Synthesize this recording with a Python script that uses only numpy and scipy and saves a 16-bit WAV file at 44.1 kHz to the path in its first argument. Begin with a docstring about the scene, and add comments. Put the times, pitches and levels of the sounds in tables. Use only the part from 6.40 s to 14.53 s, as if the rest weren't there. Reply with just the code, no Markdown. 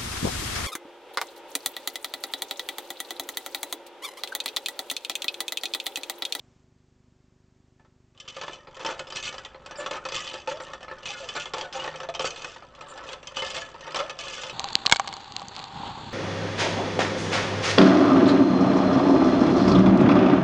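"""Hand-cranked wire sculpture on a classroom table.

With each stroke of the crank, rods jostle, knock and chatter on a brass lid while loops of fine chain
drop into a tin box. Each contact rings a set of decaying modes. A dry bearing squeaks, the baseboard
rumbles and the room reverberates. The sound is dull and mono, through a camcorder whose tape machine
hisses and thumps at its frame rate."""
import sys
import numpy as np
from scipy import signal
from scipy.fft import rfft, irfft
from scipy.io import wavfile
from scipy.ndimage import uniform_filter1d

SR = 44100
rng = np.random.default_rng(int(sys.argv[2]) if len(sys.argv) > 2 else 0)


def materialize(psi):
    """Save the field psi as 16-bit PCM at rate SR to the path in sys.argv[1].

    A 1-D psi becomes a single channel; in a 2-D psi each row is a channel.
    """
    bounded = np.clip(np.atleast_2d(psi).T, -1, 1)
    quanta = np.round(bounded * 32767).astype(np.int16)
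    wavfile.write(sys.argv[1], SR, quanta)


N = 358533
TIME_S = np.arange(N) / SR
RING_S = np.arange(SR // 4) / SR  # time axis of one contact

# Table levels are relative; each layer adds its own gain.
# Tape hiss. Each row: frequency in Hz, spectral density in dB.
HISS_SPECTRUM = [(30, -12), (110, -3), (250, -6), (450, -13.5), (700, -16), (1500, -22), (4000, -28),
                 (7300, -28), (8500, -39)]
# Knocks of rods and chain. Each row: start in seconds, lid level in dB, tin level in dB,
# favoured mode in Hz.
KNOCK_HITS = [(1.396, -57.5, -75, 1740), (1.448, -58, -75, 1320), (1.776, -73, -54, 3070),
              (1.8, -62, -41.5, 3060), (1.878, -51, -39, 3180), (1.966, -34, -40.5, 1200),
              (2.013, -33, -34.5, 1270), (2.034, -33, -42, 1070), (2.08, -31.5, -41, 3470),
              (2.132, -45, -40.5, 3010), (2.271, -41.5, -73, 870), (2.345, -62, -49, 2540),
              (2.368, -43, -46.5, 1075), (2.448, -27.5, -33, 880), (2.462, -44, -34, 3110),
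              (2.489, -29, -46, 1360), (2.593, -32, -33.5, 2560), (2.67, -41, -44, 5110),
              (2.702, -39, -40, 3070), (2.723, -35.5, -37.5, 4830), (2.878, -53, -34.5, 3470),
              (2.926, -40, -42, 1276), (2.942, -37, -41, 1270), (2.981, -40, -36, 1650),
              (3.049, -40.5, -37.5, 3490), (3.145, -39.5, -82, 850), (3.261, -38.5, -42, 2530),
              (3.31, -36, -43.5, 2970), (3.461, -29.5, -32.5, 1350), (3.51, -26.5, -34.5, 2520),
              (3.531, -35, -46, 1300), (3.555, -33.5, -43, 3060), (3.652, -27.5, -36, 2530),
              (3.687, -34, -35.5, 4760), (3.721, -32, -33, 2530), (3.875, -60, -35.5, 3040),
              (3.939, -32, -37, 3150), (4.074, -28.5, -36.5, 880), (4.114, -33, -47, 1350),
              (4.201, -34, -48, 900), (4.267, -46, -53, 1760), (4.334, -34, -39.5, 1820),
              (4.407, -43, -51, 720), (4.429, -37.5, -43.5, 1750), (4.481, -36.5, -71, 1290),
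              (4.512, -33.5, -63, 1750), (4.584, -54, -49, 1310), (4.631, -66, -43, 2850),
              (4.656, -49, -31, 2560), (4.888, -37.5, -32, 3060), (4.952, -32.5, -43, 1220),
              (5.056, -35, -36, 3410), (5.136, -27.5, -31, 1350), (5.166, -35, -42, 840),
              (5.182, -33.5, -35.5, 830), (5.211, -35, -32, 3280), (5.326, -43, -38, 5110),
              (5.441, -31, -35.5, 870), (5.476, -28.5, -39.5, 1860), (5.54, -36, -58, 2860),
              (5.558, -45, -39.5, 2540), (5.602, -32.5, -38, 1290), (5.632, -31.5, -42, 2580),
              (5.688, -31.5, -38.5, 670), (5.74, -39, -43, 2530), (5.749, -36, -31.5, 3170),
              (5.794, -25.5, -30, 3120), (5.804, -28.5, -39, 3130), (5.843, -28, -32, 1300),
              (5.905, -57, -34.5, 2520), (5.96, -40, -38.5, 3430), (6.02, -41, -40, 2540),
              (6.045, -32, -34, 2550), (6.161, -40.5, -54, 920), (6.222, -41, -71, 1230),
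              (6.35, -50, -51.5, 3420), (6.409, -37.5, -47.5, 1270), (6.576, -38, -43.5, 1720),
              (6.637, -39, -49, 1340), (6.689, -37, -38, 3310), (6.712, -38.5, -57, 1630),
              (6.731, -37, -37, 1060), (6.829, -45, -47, 2770), (6.871, -48.5, -35, 3180),
              (6.969, -29, -29.5, 2990), (7.021, -26.5, -32, 2120), (7.103, -39, -42, 5040),
              (7.344, -38, -86, 920), (7.408, -48, -43.5, 2540), (7.465, -50, -50, 5700),
              (7.475, -36, -60, 930), (7.545, -26.5, -30.5, 1050), (7.56, -25.5, -33, 3110),
              (7.589, -30.5, -35, 1370), (7.602, -26, -36.5, 1350), (7.696, -33.5, -32.5, 2540),
              (7.789, -52, -34.5, 3010), (7.868, -37, -52, 1730), (8.034, -32.5, -35, 3430),
              (8.096, -39, -35, 2570)]
# Ringing modes of each body. Each row: frequency in Hz, level in dB, T60 in seconds.
LID_MODES = [(155.5, -22, 0.43), (342.6, -14.5, 0.12), (399, -8.5, 0.018), (526.2, 0, 0.15),
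             (581.3, -6, 0.17), (789, -18.5, 0.099), (882, -3.5, 0.11), (1051, -5.5, 0.054),
             (1296.5, -5.5, 0.12), (1302.4, -4.5, 0.075), (1390, -25.5, 0.036), (1732, -5, 0.081),
             (1786, -6, 0.057), (2080, -19.5, 0.031)]
TIN_MODES = [(1198, -1.5, 0.11), (1700, -15, 0.43), (2087, -3.5, 0.056), (2535, 2, 0.078),
             (2530, -8.5, 0.074), (3006, 0.5, 0.13), (3122, 3, 0.056), (3450, 1, 0.058), (3430, -6.5, 0.2),
             (3990, -10.5, 0.073), (4410, -5, 0.037), (4540, -1, 0.014), (4920, -10.5, 0.084),
             (5130, -21, 0.027), (5930, -4.5, 0.067), (6252, -10, 0.049), (6900, -17.5, 0.024),
             (7300, -12, 0.05)]
# Dense, fast-dying modes of each body. Each row: frequency in Hz, spectral density in dB.
LID_CRACK_SPECTRUM = [(60, -43.5), (150, -31), (230, -24), (350, -1.5), (530, 3), (700, -1.5), (1300, 1.5),
                      (1700, -7), (2500, -7), (5000, -19), (9000, -45)]
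TIN_CRACK_SPECTRUM = [(80, -3), (300, -7.5), (900, -9.5), (2000, -6.5), (2900, 9), (3800, 3), (5600, 0.5),
                      (7000, -4.5), (8000, -9), (8900, -30)]
# Room reverberation. Each row: frequency in Hz, T60 in seconds.
ROOM_DECAY = [(250, 1), (700, 0.96), (1800, 0.54), (4500, 0.26), (8000, 0.53)]
# Linkage strokes, slack to slack, about two a turn. Each row: start in seconds, lid level in dB,
# tin level in dB.
LINKAGE_STROKES = [(1.739, -49.5, -53), (2.302, -41.5, -46), (2.66, -43.5, -54.5), (3.2, -39.5, -51.5),
                   (3.631, -40.5, -38.5), (4.041, -38.5, -46), (4.38, -41, -55), (5.101, -38.5, -51.5),
                   (5.29, -39, -48.5), (5.7, -43, -48), (6.298, -39.5, -52), (6.85, -38, -42.5),
                   (7.361, -36, -42.5), (7.749, -38.5, -40.5)]
# Baseboard rumble. Each row: frequency in Hz, spectral density in dB.
RUMBLE_SPECTRUM = [(15, -2), (30, -21.5), (50, 2), (100, -12), (160, -8.5), (240, -10), (600, -29),
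                   (3000, -73)]
# Chain loops dropping into the tin. Each row: start in seconds, length in seconds, level in dB.
CHAIN_DROPS = [(1.875, 0.031, -37), (1.93, 0.23, -44.5), (2.745, 0.057, -28.5), (2.824, 0.072, -30),
               (3.738, .08, -29.5), (3.827, 0.19, -41.5), (4.657, 0.089, -31), (4.76, 0.34, -41.5),
               (4.985, .05, -37.5), (5.966, 0.18, -42.5), (6.955, 0.047, -31.5), (7.04, .08, -32),
               (7.137, 0.093, -34.5), (7.785, 0.29, -35.5)]
# A rod chattering on the lid. Each row: start in seconds, length in seconds, lid level in dB,
# tin level in dB.
ROD_CHATTERS = [(2.393, 0.043, -32.5, -45), (2.452, 0.076, -27.5, -36), (3.392, 0.051, -30.5, -42.5),
                (3.526, 0.052, -28.5, -41), (4.079, .05, -35, -36.5), (4.95, 0.03, -23.5, -31),
                (5.145, .11, -34, -46), (5.331, 0.14, -30, -38), (5.807, .03, -40, -36),
                (5.848, .032, -28.5, -27.5), (6.663, 0.076, -44, -41), (7.149, .04, -29.5, -33),
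                (7.561, 0.041, -32.5, -35.5)]
# Modes singing after a hard blow. Each row: start in seconds, length in seconds, start pitch in Hz,
# end pitch in Hz, level in dB.
SINGING_MODES = [(2.453, 0.061, 874, 945, -27.5), (3.384, 0.072, 580, 602, -28.5),
                 (3.391, 0.1, 1700, 1860, -36.5), (3.461, .035, 1072, 1227, -28),
                 (4.079, 0.051, 879, 917, -31), (4.077, 0.035, 504, 558, -24.5),
                 (4.109, 0.085, 541, 675, -29.5), (4.8, 0.1, 567, 446, -34.5),
                 (5.138, 0.014, 1097, 1130, -22), (5.177, 0.052, 836, 873, -32.5),
                 (5.241, .069, 721, 713, -39), (5.395, 0.043, 2810, 3090, -28),
                 (5.688, 0.039, 664, 715, -25.5), (5.796, 0.067, 533, 509, -28),
                 (5.809, .048, 3140, 3100, -33), (5.845, 0.013, 505, 497, -19),
                 (6.988, 0.069, 2996, 3020, -29), (7.217, 0.046, 1712, 1718, -32),
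                 (7.597, 0.066, 524, 673, -24)]
# Wire bearing squeaks. Each row: start in seconds, length in seconds, pitch in Hz, level in dB.
BEARING_SQUEAKS = [(2.462, 0.0074, 5350, -32), (3.356, 0.014, 4780, -45.5), (3.364, 0.063, 7220, -48),
                   (4.211, 0.046, 7250, -55.5), (6.475, 0.057, 7250, -53), (7.558, 0.0069, 5330, -34.5)]


def gain(db):
    """Decibels to amplitude."""
    return 10 ** (np.asarray(db) / 20)


def unit_rms(x):
    """Each row scaled to rms 1."""
    return x / np.sqrt(np.mean(x ** 2, axis=-1, keepdims=True) + 1e-20)


def curve_at(points, hz):
    """Table lookup on a log-frequency axis."""
    points_hz, values = np.transpose(points)
    return np.interp(np.log(hz + 1), np.log(points_hz + 1), values)


def add(mix, start_s, sound):
    """Mixes a sound in at start_s."""
    part = mix[round(start_s * SR):][:len(sound)]
    part += sound[:len(part)]


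def noise(spectrum, size, count=1):
    """Rows of shaped noise, rms 1."""
    shape = gain(curve_at(spectrum, np.fft.rfftfreq(size, 1 / SR)))
    return unit_rms(irfft(rfft(rng.standard_normal((count, size))) * shape, size))


def tape_machine(frame_s=.04, thump_at_s=.0039, sag_at_s=.0077, thump_s=.0008, sag_s=.0016):
    """An electrical thump and sag per frame, faint buzz, and hiss that starts a little louder."""
    in_frame_s = TIME_S % frame_s
    thump = gain(-51) * np.exp(-.5 * ((in_frame_s - thump_at_s) / thump_s) ** 2)
    sag = gain(-56) * np.exp(-.5 * ((in_frame_s - sag_at_s) / sag_s) ** 2)
    buzz = sum(gain(db) * np.cos(2 * np.pi * hz * (TIME_S - thump_at_s))
               for hz, db in ((125, -80), (250, -73), (375, -73)))
    hiss = gain(np.interp(TIME_S, [.12, .3], [-63.5, -67.5])) * noise(HISS_SPECTRUM, N)[0]
    return thump - sag + buzz + hiss


def strikes(modes, crack_spectrum, count, crack_db, crack_t60_s, tick_db, rise_s):
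    """A body struck at count spots, each weighting modes and crack anew. Rms 1 over the first 15 ms."""
    hz, db, t60_s = np.transpose(modes)[:, :, None]
    bank = gain(db - 60 * RING_S / t60_s) * np.exp(2j * np.pi * hz * RING_S)
    weights = gain(rng.uniform(-5.5, 7.2, (count, len(modes))))
    phases = np.exp(2j * np.pi * rng.random((count, len(modes))))
    shift_hz = 5 * rng.standard_normal((count, 1))  # parts resting on the body detune it
    ring = ((weights * phases) @ bank * np.exp(2j * np.pi * shift_hz * RING_S)).imag
    size = len(RING_S)
    bins_hz, knots_hz = np.fft.rfftfreq(size, 1 / SR), np.geomspace(300, 9000, 44)
    knots_db = 6.15 * np.clip(rng.standard_normal((count, len(knots_hz))), -2, 2)
    colour = gain([np.interp(bins_hz, knots_hz, row) for row in knots_db])
    crack = unit_rms(irfft(rfft(noise(crack_spectrum, size, count)) * colour, size))
    fade = gain(crack_db - 60 * RING_S / crack_t60_s) + gain(tick_db) * np.exp(-RING_S / .0022)
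    hits = (ring + crack * fade) * (1 - np.exp(-RING_S / rise_s))  # loose parts meet softly
    return hits / np.sqrt(np.mean(hits[:, RING_S < .015] ** 2, axis=1, keepdims=True))


def brass_lid(count):
    """Strikes on the lid: hollow clacks."""
    return strikes(LID_MODES, LID_CRACK_SPECTRUM, count,
                   crack_db=5.5, crack_t60_s=.078, tick_db=8, rise_s=.0013)


def tin_box(count):
    """Strikes on the tin: bright clinks."""
    return strikes(TIN_MODES, TIN_CRACK_SPECTRUM, count,
                   crack_db=11, crack_t60_s=.037, tick_db=9.5, rise_s=.00053)


def knocks(body, levels_db, bounce_db, bounce_s):
    """Each knock rings the body and bounces once, more softly."""
    out, count = np.zeros(N), len(KNOCK_HITS)
    hits, bounces = body(count), body(count)
    delays_s = bounce_s * (.5 + rng.random(count))
    for (start_s, *_), db, hit, bounce, delay_s in zip(KNOCK_HITS, levels_db, hits, bounces, delays_s):
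        add(out, start_s, gain(db) * hit)
        add(out, start_s + delay_s, gain(db + bounce_db) * bounce)
    return out


def pings(split_hz=2300, tin_boost_db=2, t60_s=.079):
    """Each knock favours one mode: a low one of the lid or a high one of the tin."""
    out = np.zeros(N)
    fade = gain(-60 * RING_S / t60_s) * (1 - np.exp(-RING_S / .0015))
    for start_s, lid_db, tin_db, hz in KNOCK_HITS:
        db = lid_db if hz < split_hz else tin_db + tin_boost_db
        add(out, start_s, gain(db) * fade * np.sin(2 * np.pi * (hz * RING_S + rng.random())))
    return out


def rattle(body, strength, rate_hz, spread_db, spot_count=18):
    """Small contacts of uneven size and timing, each ringing a random spot of the body."""
    clicks, slots = np.zeros(N), np.arange(int(rate_hz * N / SR) - 1)
    spots, struck = body(spot_count), rng.integers(0, spot_count, N)
    onsets = ((slots + rng.random(N)[slots]) * SR / rate_hz).astype(int)
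    sizes = unit_rms(gain(spread_db * np.clip(rng.standard_normal(N)[slots], -2, 2)))
    clicks[onsets] = strength[onsets] * sizes * np.sqrt(SR / rate_hz)
    spots = spots / np.sqrt(np.sum(spots ** 2) / spot_count)
    return sum(signal.oaconvolve(clicks * (struck == k), spot)[:N] for k, spot in enumerate(spots))


def bursts(rows, sag_db, rise_s=.00088):
    """Envelope of runs of contacts: fast rise, then a sag."""
    out = np.zeros(N)
    for start_s, length_s, db in rows:
        t = np.arange(round(length_s * SR)) / SR
        add(out, start_s, gain(db + sag_db * t / length_s) * (1 - np.exp(-t / rise_s)))
    return out


def loose_buzz(levels_db, length_s=.018):
    """Envelope of loose parts buzzing after each knock."""
    return bursts([(row[0], length_s, db) for row, db in zip(KNOCK_HITS, levels_db)], sag_db=-11)


def room(x, reflections_per_s=2500, predelay_s=.004):
    """Sparse reflections of random sign; each band decays at its own rate."""
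    taps = rng.choice([-1., 1.], SR // 2) * (rng.random(SR // 2) < reflections_per_s / SR)
    taps[:round(predelay_s * SR)] = 0
    hz, t, bands = signal.stft(taps, SR, nperseg=256)
    decay = gain(-60 * t / curve_at(ROOM_DECAY, hz)[:, None])
    tail = signal.istft(bands * decay, SR, nperseg=256)[1]
    return signal.oaconvolve(x, tail / np.linalg.norm(tail))[:N]


def jostle(levels_db, slack_db, slack_share=.22, last_slack_s=8.3):
    """Envelope of the jostling linkage: steady under load, dipping when slack between strokes."""
    starts_s = np.transpose(LINKAGE_STROKES)[0]
    stroke = np.interp(TIME_S, np.append(starts_s, last_slack_s), np.arange(len(starts_s) + 1))
    slack = np.exp(-((stroke - np.round(stroke)) / slack_share) ** 2)
    load_db = levels_db[np.minimum(stroke.astype(int), len(starts_s) - 1)]
    return gain(load_db + slack_db * slack) * (TIME_S > starts_s[0])


def wires(count, low_hz=1650, high_hz=7400, t60_s=.11, db_per_octave=-3.5):
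    """Rods and chain links ring briefly, each at its own pitch; small high ones are weaker."""
    place = (np.arange(count) + rng.random(count)) / count
    hz = low_hz * (high_hz / low_hz) ** place[:, None]
    fade = gain(db_per_octave * np.log2(hz / low_hz) - 60 * RING_S / t60_s)
    return fade * (1 - np.exp(-RING_S / .00079)) * np.sin(2 * np.pi * hz * RING_S)


def rod_scrapes(count, low_hz=620, high_hz=1900, t60_s=.16, glide_per_s=1.5):
    """A rod slides on the lid: short hollow notes bending up or down."""
    place, bend = rng.random((2, count, 1))
    hz = low_hz * (high_hz / low_hz) ** ((np.arange(count)[:, None] + place) / count)
    cycles = hz * (RING_S + glide_per_s * (bend - .5) * RING_S ** 2)
    return gain(-60 * RING_S / t60_s) * (1 - np.exp(-RING_S / .0023)) * np.sin(2 * np.pi * cycles)


def baseboard_rumble(level_db=-61, fade_in_s=(1.75, 2.6)):
    """The baseboard rumbles once the crank turns."""
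    return gain(level_db) * np.interp(TIME_S, fade_in_s, [0, 1]) * noise(RUMBLE_SPECTRUM, N)[0]


def falling_chain():
    """Envelope of chain landing in the tin, thinning as the loops settle."""
    return bursts(CHAIN_DROPS, sag_db=-6.5, rise_s=.0034)


def tin_ring(chain, lag_s=.031):
    """Falling chain keeps the tin's clearest modes singing."""
    pole = np.exp(-1 / (lag_s * SR))
    modes = sum(gain(db) * np.sin(2 * np.pi * hz * TIME_S)
                for hz, db in ((1187, -19), (1718, -18), (2562, -19), (3018, -11)))
    return signal.lfilter([1 - pole], [1, -pole], chain) * modes


def rod_chatter(levels_db):
    """Envelope of a rod's weakening bounces on the lid."""
    return bursts([(*row[:2], db) for row, db in zip(ROD_CHATTERS, levels_db)], sag_db=-3.5)


def singing_modes(trim_db=-1.5, fall_db=12):
    """Single modes sing out after a hard blow and bend as the rod presses on."""
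    out = np.zeros(N)
    for start_s, length_s, start_hz, end_hz, db in SINGING_MODES:
        progress = np.linspace(0, 1, round(length_s * SR))
        waver = .002 * unit_rms(uniform_filter1d(rng.standard_normal(len(progress)), size=150))
        cycles = np.cumsum((start_hz + (end_hz - start_hz) * progress) * (1 + waver)) / SR
        window = np.minimum(progress / .064, 1) * (1 - progress ** 6)
        add(out, start_s, gain(db + trim_db - fall_db * progress) * window * np.sin(2 * np.pi * cycles))
    return out


def bearing_squeaks(width_hz=170, upper_ratio=1.12, upper_db=-7):
    """A dry wire bearing: thin, broken squeaks with a weaker partial just above."""
    out = np.zeros(N)
    for start_s, length_s, hz, db in BEARING_SQUEAKS:
        size = round(length_s * SR)
        bins_hz = np.fft.rfftfreq(size, 1 / SR)
        bands = np.exp(-.5 * ((bins_hz - hz) / width_hz) ** 2)
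        bands += gain(upper_db) * np.exp(-.5 * ((bins_hz - upper_ratio * hz) / width_hz) ** 2)
        squeak = unit_rms(irfft(rfft(rng.standard_normal(size)) * bands, size))
        add(out, start_s, gain(db) * squeak * signal.windows.tukey(size))
    return out


def scene():
    """The sculpture in the room, over rumble and tape noise; both channels equal."""
    _, knock_lid_db, knock_tin_db, _ = np.transpose(KNOCK_HITS)
    _, _, chatter_lid_db, chatter_tin_db = np.transpose(ROD_CHATTERS)
    _, stroke_lid_db, stroke_tin_db = np.transpose(LINKAGE_STROKES)
    chain = falling_chain()
    # Contact envelopes add in power. The chain also shakes the lid a little.
    lid_bounces = np.hypot(rod_chatter(chatter_lid_db), loose_buzz(knock_lid_db - 4))
    tin_bounces = np.hypot(rod_chatter(chatter_tin_db), loose_buzz(knock_tin_db - 3))
    lid_flurry = np.hypot(gain(-10) * chain, lid_bounces)
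    tin_flurry = np.hypot(chain, tin_bounces)
    lid_jostle = jostle(stroke_lid_db, slack_db=-9)
    tin_jostle = jostle(stroke_tin_db, slack_db=-13.5)

    lid = gain(-5) * knocks(brass_lid, knock_lid_db, bounce_db=-4.5, bounce_s=.012)
    lid += gain(-6.5) * rattle(brass_lid, lid_flurry, rate_hz=300, spread_db=2.5)
    lid += gain(-6) * rattle(brass_lid, lid_jostle, rate_hz=140, spread_db=3.5)
    tin = gain(-4) * knocks(tin_box, knock_tin_db, bounce_db=-10, bounce_s=.0045)
    tin += gain(-2.5) * rattle(tin_box, tin_flurry, rate_hz=450, spread_db=6)
    tin += gain(-3.5) * rattle(tin_box, tin_jostle, rate_hz=55, spread_db=.5)
    rods = rattle(wires, np.hypot(tin_flurry, tin_jostle), rate_hz=130, spread_db=4, spot_count=36)
    rods += rattle(rod_scrapes, np.hypot(lid_flurry, lid_jostle), rate_hz=45, spread_db=6, spot_count=14)
    ringing = pings() + tin_ring(chain) + singing_modes()
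    sculpture = lid + tin + gain(-11) * rods + ringing + bearing_squeaks()
    mono = sculpture + gain(-12.5) * room(sculpture) + baseboard_rumble() + tape_machine()
    return np.array([mono, mono])


def record(dry):
    """The camcorder's steep low-pass."""
    cutoff_hz = 8750
    lowpass = signal.firwin(301, cutoff_hz, window=("kaiser", 9), fs=SR)
    return signal.oaconvolve(dry, lowpass[None], "same")


dry = scene()
out = record(dry)
materialize(out)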